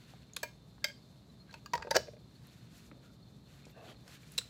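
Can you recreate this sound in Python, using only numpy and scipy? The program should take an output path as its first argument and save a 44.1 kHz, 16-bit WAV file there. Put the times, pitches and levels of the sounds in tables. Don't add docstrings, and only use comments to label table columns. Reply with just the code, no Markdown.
import sys
import numpy as np
from scipy import signal
from scipy.fft import rfft, irfft, next_fast_len
from scipy.io import wavfile
from scipy.ndimage import uniform_filter1d, map_coordinates

SR = 44100
rng = np.random.default_rng(int(sys.argv[2]) if len(sys.argv) > 2 else 0)


def dump(signal):
    limited = np.clip(np.atleast_2d(signal).T, -1, 1)
    pcm = np.round(limited * 32767).astype(np.int16)
    wavfile.write(sys.argv[1], SR, pcm)


def voltage_ratio(level):
    return 10 ** (np.asarray(level, float) / 20)


N = 198224

# f/Hz, density/dB per Hz
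VENT_SPECTRUM = [(15, -74), (25, -72), (48, -10.5), (90, -10.5), (124, -2), (213, -8), (312, -16),
                 (421, -21), (515, -27), (681, -31), (1170, -31.5), (1270, -31.5), (3000, -111),
                 (3900, -93), (6600, -120)]
# t/s, length/s, surge/dB
MOTOR_PAUSES = [
    (1.257, .075, 10),
    (1.415, 0.15, 17),
    (2.395, 0.066, 2),
    (3.406, 0.036, 6),
]
# f/Hz, t60/s
ROOM_T60 = [(300, 0.28), (1500, 0.19), (5000, 0.36), (9000, 0.24), (15000, 0.2)]
# delay/s, level/dB
REFLECTIONS = [
    (.004, -52),
    (0.01, -34),
    (0.02, -77),
]
# f/Hz, level/dB
MIC_RESPONSE = [(20, -12), (40, -1), (12000, 0), (15700, -1.5), (16000, -8), (16600, -33), (16900, -68)]
# f/Hz, density/dB per Hz
PREAMP_SPECTRUM = [(1000, 9), (2000, 6.5), (2900, -7), (3900, 18), (6000, -1), (9000, -5), (16000, -11)]

# f/Hz, density/dB per Hz
DRONE_SPECTRUM = [(250, -35), (420, -3.5), (660, -4.5), (900, -13), (1300, -24)]
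SKIN_SPECTRUM = [(500, -24), (1000, -7.5), (1500, -0.5), (2050, -3), (2600, -2), (3200, -4), (4500, -4),
                 (7000, -62)]
HISS_SPECTRUM = [(2500, -33), (4500, 1.5), (7500, 1), (9000, -4.5), (15000, -7), (16500, -31)]
# t/s, length/s, rub/dB, swell
# over stroke/dB, relative hiss/dB
RUB_STROKES = [(-.02, 0.15, -69, -10, -5.5), (0.063, 0.21, -69.5, -18, -6), (0.183, 0.32, -74.5, 12, -13),
               (1.45, 0.14, -69.5, 6, -11), (1.927, 0.21, -64, -29, -6), (2.28, 0.13, -76.5, 6, -4),
               (2.4, 0.32, -70, -3, -4.5), (2.684, 0.2, -68, -4, -0.5), (3, 0.087, -70.5, -5, -7.5),
               (3.451, 0.27, -70, -1, -5.5), (3.743, 0.18, -64.5, 20, -8), (3.937, 0.15, -74.5, 9, -1),
               (4.051, 0.12, -60.5, 12, -3.5), (4.165, 0.34, -67, 0.5, -2.5)]
# t/s, length/s, level/dB, swell/dB
JAR_DRAGS = [
    (1.76, 0.075, -56, -7),
    (2.04, 0.16, -70, -1),
    (2.85, 0.2, -74, 6),
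    (3.5, 0.086, -85, 1),
    (3.74, 0.2, -58.5, 0.5),
    (3.94, 0.16, -72, 22),
]
# t/s, level/dB rms, f/Hz, length/s, width/octaves
SQUEAK_EVENTS = [(0.818, -67, 1680, 0.022, 0.095), (1.023, -69, 4440, 0.014, 0.023),
                 (1.283, -70, 4000, 0.033, 0.019), (1.384, -66, 4230, 0.056, 0.02),
                 (1.485, -66, 1580, 0.029, 0.07), (1.504, -62, 1500, 0.014, 0.1),
                 (1.492, -71, 4150, 0.033, 0.043), (1.543, -66, 2600, 0.02, 0.04),
                 (2.345, -67.5, 4340, 0.031, 0.031), (3.022, -72, 1380, 0.11, 0.12),
                 (3.221, -70, 4315, 0.021, 0.015), (3.692, -74, 13100, .03, .1),
                 (3.636, -67, 2380, 0.035, 0.15), (3.7, -72.5, 2640, 0.2, 0.1), (3.73, -69, 1650, 0.1, .17),
                 (3.73, -63, 650, 0.21, 0.18), (3.815, -61, 662, .08, .05), (3.75, -70, 1150, .13, .12),
                 (3.87, -67, 1400, .055, .15), (3.885, -68, 2400, .04, .07), (3.87, -61, 300, .06, .4),
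                 (3.865, -63, 3200, 0.075, 0.1)]
# t/s, peak/dB, f/Hz, crack/dB
TICK_EVENTS = [(0.1369, -48, 763, -4), (.231, -60, 2590, 3), (1.494, -55, 1600, -1), (1.507, -56, 1500, 3),
               (1.511, -51, 4100, -3), (1.5414, -41, 2600, -4), (1.5404, -45.5, 4300, -2),
               (1.542, -46, 1480, -2), (.297, -60, 2300, -15), (.335, -40, 6670, -9), (0.781, -54, 1060, 5),
               (2.199, -76, 11000, 3), (2.309, -64, 6000, -8), (2.47, -58, 12500, 11.5),
               (2.779, -60, 11900, 6), (2.914, -57.5, 1560, 12.5), (3.561, -62, 12500, -3),
               (3.654, -57, 4400, 13), (4.079, -59.5, 6400, 14), (4.079, -63, 1500, 14),
               (4.233, -52, 2320, -32), (4.32, -50, 11200, 11.5), (4.339, -56, 7500, 4),
               (4.347, -58, 12000, 3), (4.414, -47, 1430, 3)]
# f/Hz, t60/s
TICK_DECAY = [(700, 0.029), (5000, 0.017), (12000, 0.0072)]
# t/s, peak/dB, f/Hz, t60/s, crack/dB
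TABLE_THUDS = [
    (1.736, -47, 148, 0.18, 0.5),
    (1.912, -39, 205, 0.049, -20),
    (1.96, -56.5, 148, 0.19, 13.5),
    (2.21, -79, 200, 0.061, -15),
    (2.917, -49, 278, 0.059, 10),
    (3.668, -49, 482, 0.014, 6.5),
    (1.79, -50, 69, 0.33, -4),
    (1.965, -47.5, 78.7, 0.28, -10),
    (2.06, -54, 70.6, 0.18, -6),
]

# t/s, treble modes/dB, then relative level/dB of low, lower middle, middle mode groups
PICKUP_HITS = [
    (.4303, -28.5, -6, -16, -8),
    (.432, -40.5, 0, 4, 12),
    (1.5398, -52, -1, 10, 2),
    (1.5434, -55.5, -4, 18.5, -13),
]
CLINK_HITS = [
    (.8412, -37, -31, -34, -2.5),
    (.8427, -20.5, -51, -49, -9),
    (.8443, -30.5, -5, -13, 4),
    (.885, -42, -12, -20, -9),
    (.899, -53.5, 6, -24, 4),
]
EDGE_HITS = [
    (1.6598, -36, -30, 3.4, -9),
]
RIM_HITS = [
    (1.509, -58, -26, -23, -8),
    (1.5274, -48.5, 2, -5, -25),
    (1.7342, -26.5, -2, 8, -5.5),
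    (1.7373, -37.5, 0, -21, 11),
    (1.7519, -31.5, 3, 10.5, 1.5),
]
RATTLE_HITS = [
    (1.7769, -34.5, -5, 5, -5.5),
    (1.7984, -52, -3, 15, -2),
    (1.812, -55, 15, 8, 5),
    (1.8225, -35, -18, 2.5, -1),
    (1.8254, -46.5, -2, -2, 18.5),
    (1.8482, -55.5, 25, 10, 3),
    (1.8704, -52.5, 26.5, 16, 12.5),
    (1.876, -57, 28, 15, 0),
]
LAND_HITS = [
    (1.9065, -37, 3, -7, 3),
    (1.9097, -23.5, -22, -3.5, -12),
    (1.912, -30.5, 13, 0.5, 8),
    (1.9165, -37, -5, 5, 3),
    (1.926, -48, -7, 19.5, -5),
]
SEAT_HITS = [
    (1.9452, -35, 7, -20, 0),
    (1.949, -40.5, 10.5, -7, 11),
    (1.9515, -24, -24, -23, -7),
    (1.9545, -27, -19, 4, 1.5),
    (1.9578, -25, 13, -12, 3),
    (1.9605, -33.5, -24, -5, 11),
    (1.9628, -20.5, -19, -34, 2),
    (1.9657, -14.5, -0.5, -12, -6),
    (1.9727, -37.5, 18, -28, -11),
]
SETTLE_HITS = [
    (1.988, -54.5, 17.3, 0, -4),
    (2.022, -74, 13, 0, 0),
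    (2.072, -60, 13.7, -10, 9),
    (2.0824, -56.5, 18.3, -10, 9.5),
    (2.1344, -65.5, 22, -10, 6),
    (2.166, -65, 14, 0, 9),
]
SNAP_HITS = [
    (.3638, -31.5, -30, -25, -15),
    (.3655, -29.5, -18, -5, -1),
    (.3667, -29.5, -11, -14, 0),
    (.371, -40.5, -3, 2, -8),
]
TRAY_HITS = [
    (4.378, -28, -34, -30, -15),
    (4.3798, -18, -30, -21, -20),
    (4.3813, -17, -25, -23, -18),
    (4.3834, -27.5, -22, -12, -11),
    (4.3857, -17.5, -19, -29, -22),
    (4.3875, -33.5, -8, -13, 2),
    (4.3975, -47, -22, -22, -12),
    (4.408, -49, -20, -20, -15),
]

# f/Hz, level/dB, t60/s
LOOSE_MODES = [(450, 7, 0.028), (591, -3.5, 0.093), (638, 4.5, 0.041), (939, 0.5, 0.07), (1646, 5.5, 0.027),
               (1850, -12, 0.036), (2150, -19.5, 0.2), (2400, -11, 0.13), (3070, -12.5, 0.076),
               (4480, -0.5, 0.056), (5200, -4, 0.035), (6380, 0.5, 0.02), (6750, -2, 0.019),
               (7930, -0.5, 0.04), (10360, -4.5, 0.022), (12260, -10, 0.043)]
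FREE_MODES = [(584, 3.5, 0.056), (900, -2.5, 0.077), (1630, 5, 0.047), (1880, -2, 0.018),
              (2147, 9.5, 0.023), (2190, -17, 0.14), (2370, -6.5, 0.054), (3190, -3, 0.065),
              (3460, 1, 0.02), (3780, -10, 0.07), (4630, 5, 0.015), (4693, -1, 0.045), (5130, -6.5, 0.049),
              (5020, -27, 0.063), (5990, -15, 0.066), (6360, -1.5, 0.0185), (7780, 0, 0.011),
              (9970, -19, 0.034)]
EDGE_MODES = [(970, -15, 0.044), (1174, 1.5, 0.026), (1634, 0, 0.07), (2520, -10, 0.042),
              (2790, 1.5, 0.016), (4700, 4, 0.021), (5575, -8, .015), (6770, -2.5, 0.014), (7360, -7, .02)]
RIM_MODES = [(500, 3, 0.03), (640, 3, 0.022), (928, -2.5, 0.095), (1115, -14, 0.02), (1590, -1, 0.016),
             (1890, 6, 0.02), (2200, -2, 0.012), (2440, -8, .015), (3050, -8, 0.015), (3850, -8, 0.02),
             (4600, 1, 0.03), (5260, -6, 0.02), (6000, -7.5, 0.015), (10300, -17, .04), (6950, -10, 0.015),
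             (7580, -13, 0.02)]
LOW_MODES = [(480, 1, .032), (580, 1, .03), (700, -4, .015), (898, 0, .045), (1200, -2, .02),
             (1610, 3, .022), (1890, -1, .015), (2510, -7, .022), (3750, -10, .02), (4700, 0, .025),
             (5290, -8, .025), (5980, -11, .015), (7100, -14, .015), (7520, -11, .02)]
LAND_MODES = [(565, 7, .028), (899, 0, .05), (1570, 2, .02), (1680, -6, .06), (1960, -1, .018),
              (2400, -8, .012), (3210, -8, .02), (3900, -2, .025), (4760, 3, .035), (5610, -4, .02),
              (6300, -1, .025), (7910, -9, .025), (10200, -12, .03)]
SEATED_MODES = [(395, -5, 0.05), (522, 3, 0.035), (630, 4, 0.03), (714, -6, 0.02), (915, -0.5, 0.04),
                (1480, -5, 0.018), (1628, 4, 0.022), (1822, -1, 0.018), (2200, -9, 0.012),
                (2470, -6, 0.012), (2950, -8, 0.04), (3980, -6, 0.02), (4545, -5, 0.06), (4810, 4, 0.015),
                (5380, 0, .02), (5840, 5, 0.008), (6900, 2, 0.005), (7850, -12, .02)]
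REST_MODES = [(466, 8.5, 0.034), (592, 8.5, 0.038), (895, -5, .03), (1650, -1.5, .025), (2140, -4, .02),
              (2420, -3.5, .03), (4500, -5, .03)]
BENT_MODES = [(486, 6.5, .02), (1160, -0.5, 0.022), (1600, -6.5, 0.011), (2450, 1, 0.01), (3340, 6, .01),
              (3650, 4.5, .015), (4100, 4, 0.023), (4700, 0, .015), (5600, -10, 0.011), (6500, -3, .015),
              (6820, 1.5, 0.015), (7600, -4, .012), (8860, -5, .015), (10100, -2.5, 0.011),
              (10580, -3.5, .015), (11940, -4, .012)]
FLAT_MODES = [(484, 3, .022), (1100, 3, .012), (1450, 1, .01), (1820, 3, .012), (2760, 1, .009),
              (3130, 2, .007), (3750, -12, .04), (4020, 8, .007), (4030, -8, .035), (4470, 4, .006),
              (5020, 1, .006), (6410, -5, .007), (7150, -2, .008), (7450, -3, .008), (7970, -13, .07),
              (8420, -5, .008), (8940, -2, .007)]
MODE_GROUP_EDGES = [770, 1280, 2700]


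def unit(x):
    return x / np.sqrt(np.mean(x ** 2) + 1e-20)


def along(points, hz):
    f, v = np.transpose(points)
    return np.interp(np.log(hz + 1), np.log(f + 1), v)


def wobble(rate_hz):
    knots = rng.standard_normal(int(N * rate_hz / SR) + 4)
    return map_coordinates(knots, [np.arange(N) * rate_hz / SR])


def noise(spectrum, grain_db=0):
    m = next_fast_len(N + 8192)
    white = rng.standard_normal(m)
    grain = np.repeat(rng.exponential(size=m // 32 + 1), 32)[:m]
    limits = [(28, -120)] + list(spectrum) + [(22000, -120)]
    gain = voltage_ratio(along(limits, np.fft.rfftfreq(m, 1 / SR)))
    return unit(irfft(rfft(white * voltage_ratio(grain_db * grain)) * gain, m)[:N])


def burst(count, hz, octaves):
    away = np.log2((np.fft.rfftfreq(count, 1 / SR) + 1) / hz) / octaves
    return unit(irfft(rfft(rng.standard_normal(count)) * np.exp(-away ** 2), count))


def add(track, s, sound):
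    part = track[round(s * SR):][:len(sound)]
    part += sound[:len(part)]


def echoed(hit, wet_db):
    hz, t, z = signal.stft(rng.standard_normal(SR // 3), SR, nperseg=256)
    decay = voltage_ratio(-60 * t / along(ROOM_T60, hz)[:, None])
    tail = signal.istft(z * decay, SR, nperseg=256)[1]
    answer = np.pad(voltage_ratio(wet_db) * tail / np.linalg.norm(tail), (300, 0))
    answer[0] = 1
    for delay_s, db in REFLECTIONS:
        answer[round(delay_s * SR)] += voltage_ratio(db)
    return signal.fftconvolve(hit, answer)


def motor_levels():
    pause_db, stall_db = -28, -25
    t = np.arange(N) / SR
    whine_db, chatter_db = np.full(N, -79.5), np.full(N, -76.0)
    for s, length_s, surge_db in MOTOR_PAUSES:
        inside = (t > s) & (t < s + length_s)
        whine_db += pause_db * inside
        chatter_db += inside * (stall_db + (surge_db - stall_db) * (t - s) / length_s)
    return uniform_filter1d(whine_db, SR // 50), uniform_filter1d(chatter_db, SR // 50)


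def machinery():
    whine_db, chatter_db = motor_levels()
    t = np.arange(N) / SR
    whine_cycles = np.cumsum(3580 + 8 * wobble(40)) / SR
    whine = voltage_ratio(whine_db + 3 + 1.8 * wobble(60)) * np.sin(2 * np.pi * whine_cycles)
    pulses = (1 + 0.7 * np.sin(2 * np.pi * 127 * t)) * voltage_ratio(2.5 * wobble(60))
    chatter_noise = noise([(3700, 16.5), (4000, 5.5), (4220, 29), (4450, 9.0), (4900, -14)])
    chatter = voltage_ratio(chatter_db) * unit(pulses * chatter_noise)
    hum = voltage_ratio(-65.5) * np.sin(2 * np.pi * 120 * t) + voltage_ratio(-68.5) * np.sin(2 * np.pi * 63 * t)
    return voltage_ratio(-57) * noise(VENT_SPECTRUM) + hum + whine + chatter


def strokes(rows, rest_db):
    edge_s, rise_share, release_t60_s = 0.02, 0.095, 0.17
    t, gain = np.arange(N) / SR, voltage_ratio(rest_db)
    for s, length_s, db, swell_db in rows:
        rise = np.clip((t - s) / (edge_s + rise_share * length_s), 0, 1)
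        after_db = -60 * np.maximum(t - s - length_s + edge_s, 0) / release_t60_s
        tilt_db = swell_db * np.clip((t - s) / length_s - 0.5, -0.5, 0.5)
        gain = np.hypot(gain, rise * voltage_ratio(db + after_db + tilt_db))
    return gain


def rubbing():
    flutter = wobble(36)
    rub_rows = [row[:-1] for row in RUB_STROKES]
    hiss_rows = [(s, length_s, db + hiss_db, swell_db) for s, length_s, db, swell_db, hiss_db in RUB_STROKES]
    drone = strokes(JAR_DRAGS, rest_db=-73) * voltage_ratio(0.7 * flutter) * noise(DRONE_SPECTRUM, grain_db=0.6)
    rub = strokes(rub_rows, rest_db=-77.5) * voltage_ratio(0.9 * flutter) * noise(SKIN_SPECTRUM, grain_db=1.5)
    hiss = strokes(hiss_rows, rest_db=-78.5) * voltage_ratio(2.0 * flutter) * noise(HISS_SPECTRUM, grain_db=1.0)
    return drone + rub + hiss


def squeaks():
    track = np.zeros(N)
    for s, db, hz, length_s, octaves in SQUEAK_EVENTS:
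        count = round(length_s * SR)
        squeak = unit(burst(SR // 4, hz, octaves)[:count])
        add(track, s, voltage_ratio(db + 2.0) * np.hanning(count) ** 0.5 * squeak)
    return track


def knocks(rows, octaves, wet_db):
    track, t = np.zeros(N), np.arange(SR // 10) / SR
    for s, db, hz, t60_s, crack_db in rows:
        shape = voltage_ratio(db - 60 * t / t60_s) * (1 - np.exp(-t / 0.00015))
        sound = np.sin(2 * np.pi * hz * t) + voltage_ratio(crack_db - 6.5) * burst(len(t), hz, octaves)
        add(track, s, echoed(shape * sound, wet_db))
    return track


def small_impacts():
    tick_rows = [(s, db, hz, along(TICK_DECAY, hz), crack_db) for s, db, hz, crack_db in TICK_EVENTS]
    return knocks(tick_rows, octaves=0.86, wet_db=-16) + knocks(TABLE_THUDS, octaves=0.87, wet_db=-3.5)


def sheet(contacts, modes, crunch_db, crack_db, crack_t60, wet_db, crowd_db=-26.5, stretch=0.0006):
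    scatter_db, wander_rate = 2, 1.6e-5
    hard_db, crack_growth = -22, 0.27
    crowd_t60_s = 0.059
    track, t = np.zeros(N), np.arange(SR // 6) / SR
    hz, level_db, t60_s = (np.array(c)[:, None] for c in zip(*modes))
    group = np.searchsorted(MODE_GROUP_EDGES, hz)
    chance = rng.standard_normal((len(contacts), len(modes), 1))
    swell = 1 - np.exp(-t * hz / 1.93)
    bent_t = t + (group == 1) * stretch * 0.0086 * (1 - np.exp(-t / 0.0045))
    crack_shape = voltage_ratio(-60 * t / crack_t60) * (1 - np.exp(-t / 0.0014))
    crowd_shape = voltage_ratio(crowd_db - 60 * t / crowd_t60_s) * (1 - np.exp(-t / 0.0039))
    for (s, db, low_db, drum_db, middle_db), luck in zip(contacts, chance):
        group_db = np.array([low_db, drum_db, middle_db, -6])[group]
        strength_db = group_db + level_db + scatter_db * luck
        wander = wander_rate * hz * np.cumsum(rng.standard_normal((len(modes), len(t))), axis=1)
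        partials = voltage_ratio(strength_db - 60 * t / t60_s) * swell * np.sin(2 * np.pi * hz * bent_t + wander)
        grit = voltage_ratio(middle_db) * burst(len(t), 1670, 0.99) + burst(len(t), 5000, 0.55)
        bright = voltage_ratio(crack_db + crack_growth * (db - hard_db)) * burst(len(t), 15700, 0.51)
        crack = crack_shape * (voltage_ratio(crunch_db) * grit + bright)
        hit = np.sum(partials, axis=0) + crowd_shape * grit + crack
        add(track, s, echoed(voltage_ratio(db - 2.0) * hit, wet_db))
    return track


def tray():
    track = sheet(SNAP_HITS, BENT_MODES, crunch_db=-5, crack_db=-5, crack_t60=0.0088, wet_db=-15.5, crowd_db=-19)
    track += sheet(TRAY_HITS, FLAT_MODES, crunch_db=-14, crack_db=-4, crack_t60=0.0051, wet_db=-17.5, crowd_db=-25)
    return track


def lid():
    held = sheet(PICKUP_HITS, LOOSE_MODES, crunch_db=-7, crack_db=-1.5, crack_t60=0.031, wet_db=-15, crowd_db=-21)
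    held += sheet(CLINK_HITS, FREE_MODES, crunch_db=-21, crack_db=-5.5, crack_t60=0.018, wet_db=-14.5, crowd_db=-20)
    rim = sheet(EDGE_HITS, EDGE_MODES, crunch_db=-11, crack_db=-7, crack_t60=0.019, wet_db=-15)
    rim += sheet(RIM_HITS, RIM_MODES, crunch_db=-4.5, crack_db=-11, crack_t60=0.026, wet_db=-18.5, stretch=0.066)
    rim += sheet(RATTLE_HITS, LOW_MODES, crunch_db=-3, crack_db=-31, crack_t60=0.012, wet_db=-14, stretch=0.025)
    seat = sheet(LAND_HITS, LAND_MODES, crunch_db=1.5, crack_db=-4, crack_t60=0.012, wet_db=-18.5)
    seat += sheet(SEAT_HITS, SEATED_MODES, crunch_db=3, crack_db=-6.5, crack_t60=0.011, wet_db=-17.5)
    seat += sheet(SETTLE_HITS, REST_MODES, crunch_db=-8, crack_db=-9, crack_t60=0.013, wet_db=-23)
    return held + rim + seat


def scene():
    mix = lid() + tray() + small_impacts() + squeaks() + rubbing() + machinery()
    return mix[None]


def band_limit(x):
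    return signal.sosfilt(signal.butter(12, 16830, fs=SR, output="sos"), x)


def record(dry):
    hz = np.fft.rfftfreq(N, 1 / SR)
    port_dip_db = -1.5 * np.exp(-((hz - 8730) / 930) ** 2)
    self_noise = voltage_ratio(-75.0) * noise(PREAMP_SPECTRUM)
    heard = rfft(dry) * voltage_ratio(port_dip_db) + rfft(self_noise)
    mix = irfft(heard * voltage_ratio(along(MIC_RESPONSE, hz)), N)
    return band_limit(mix)


dry = scene()
out = record(dry)
dump(out)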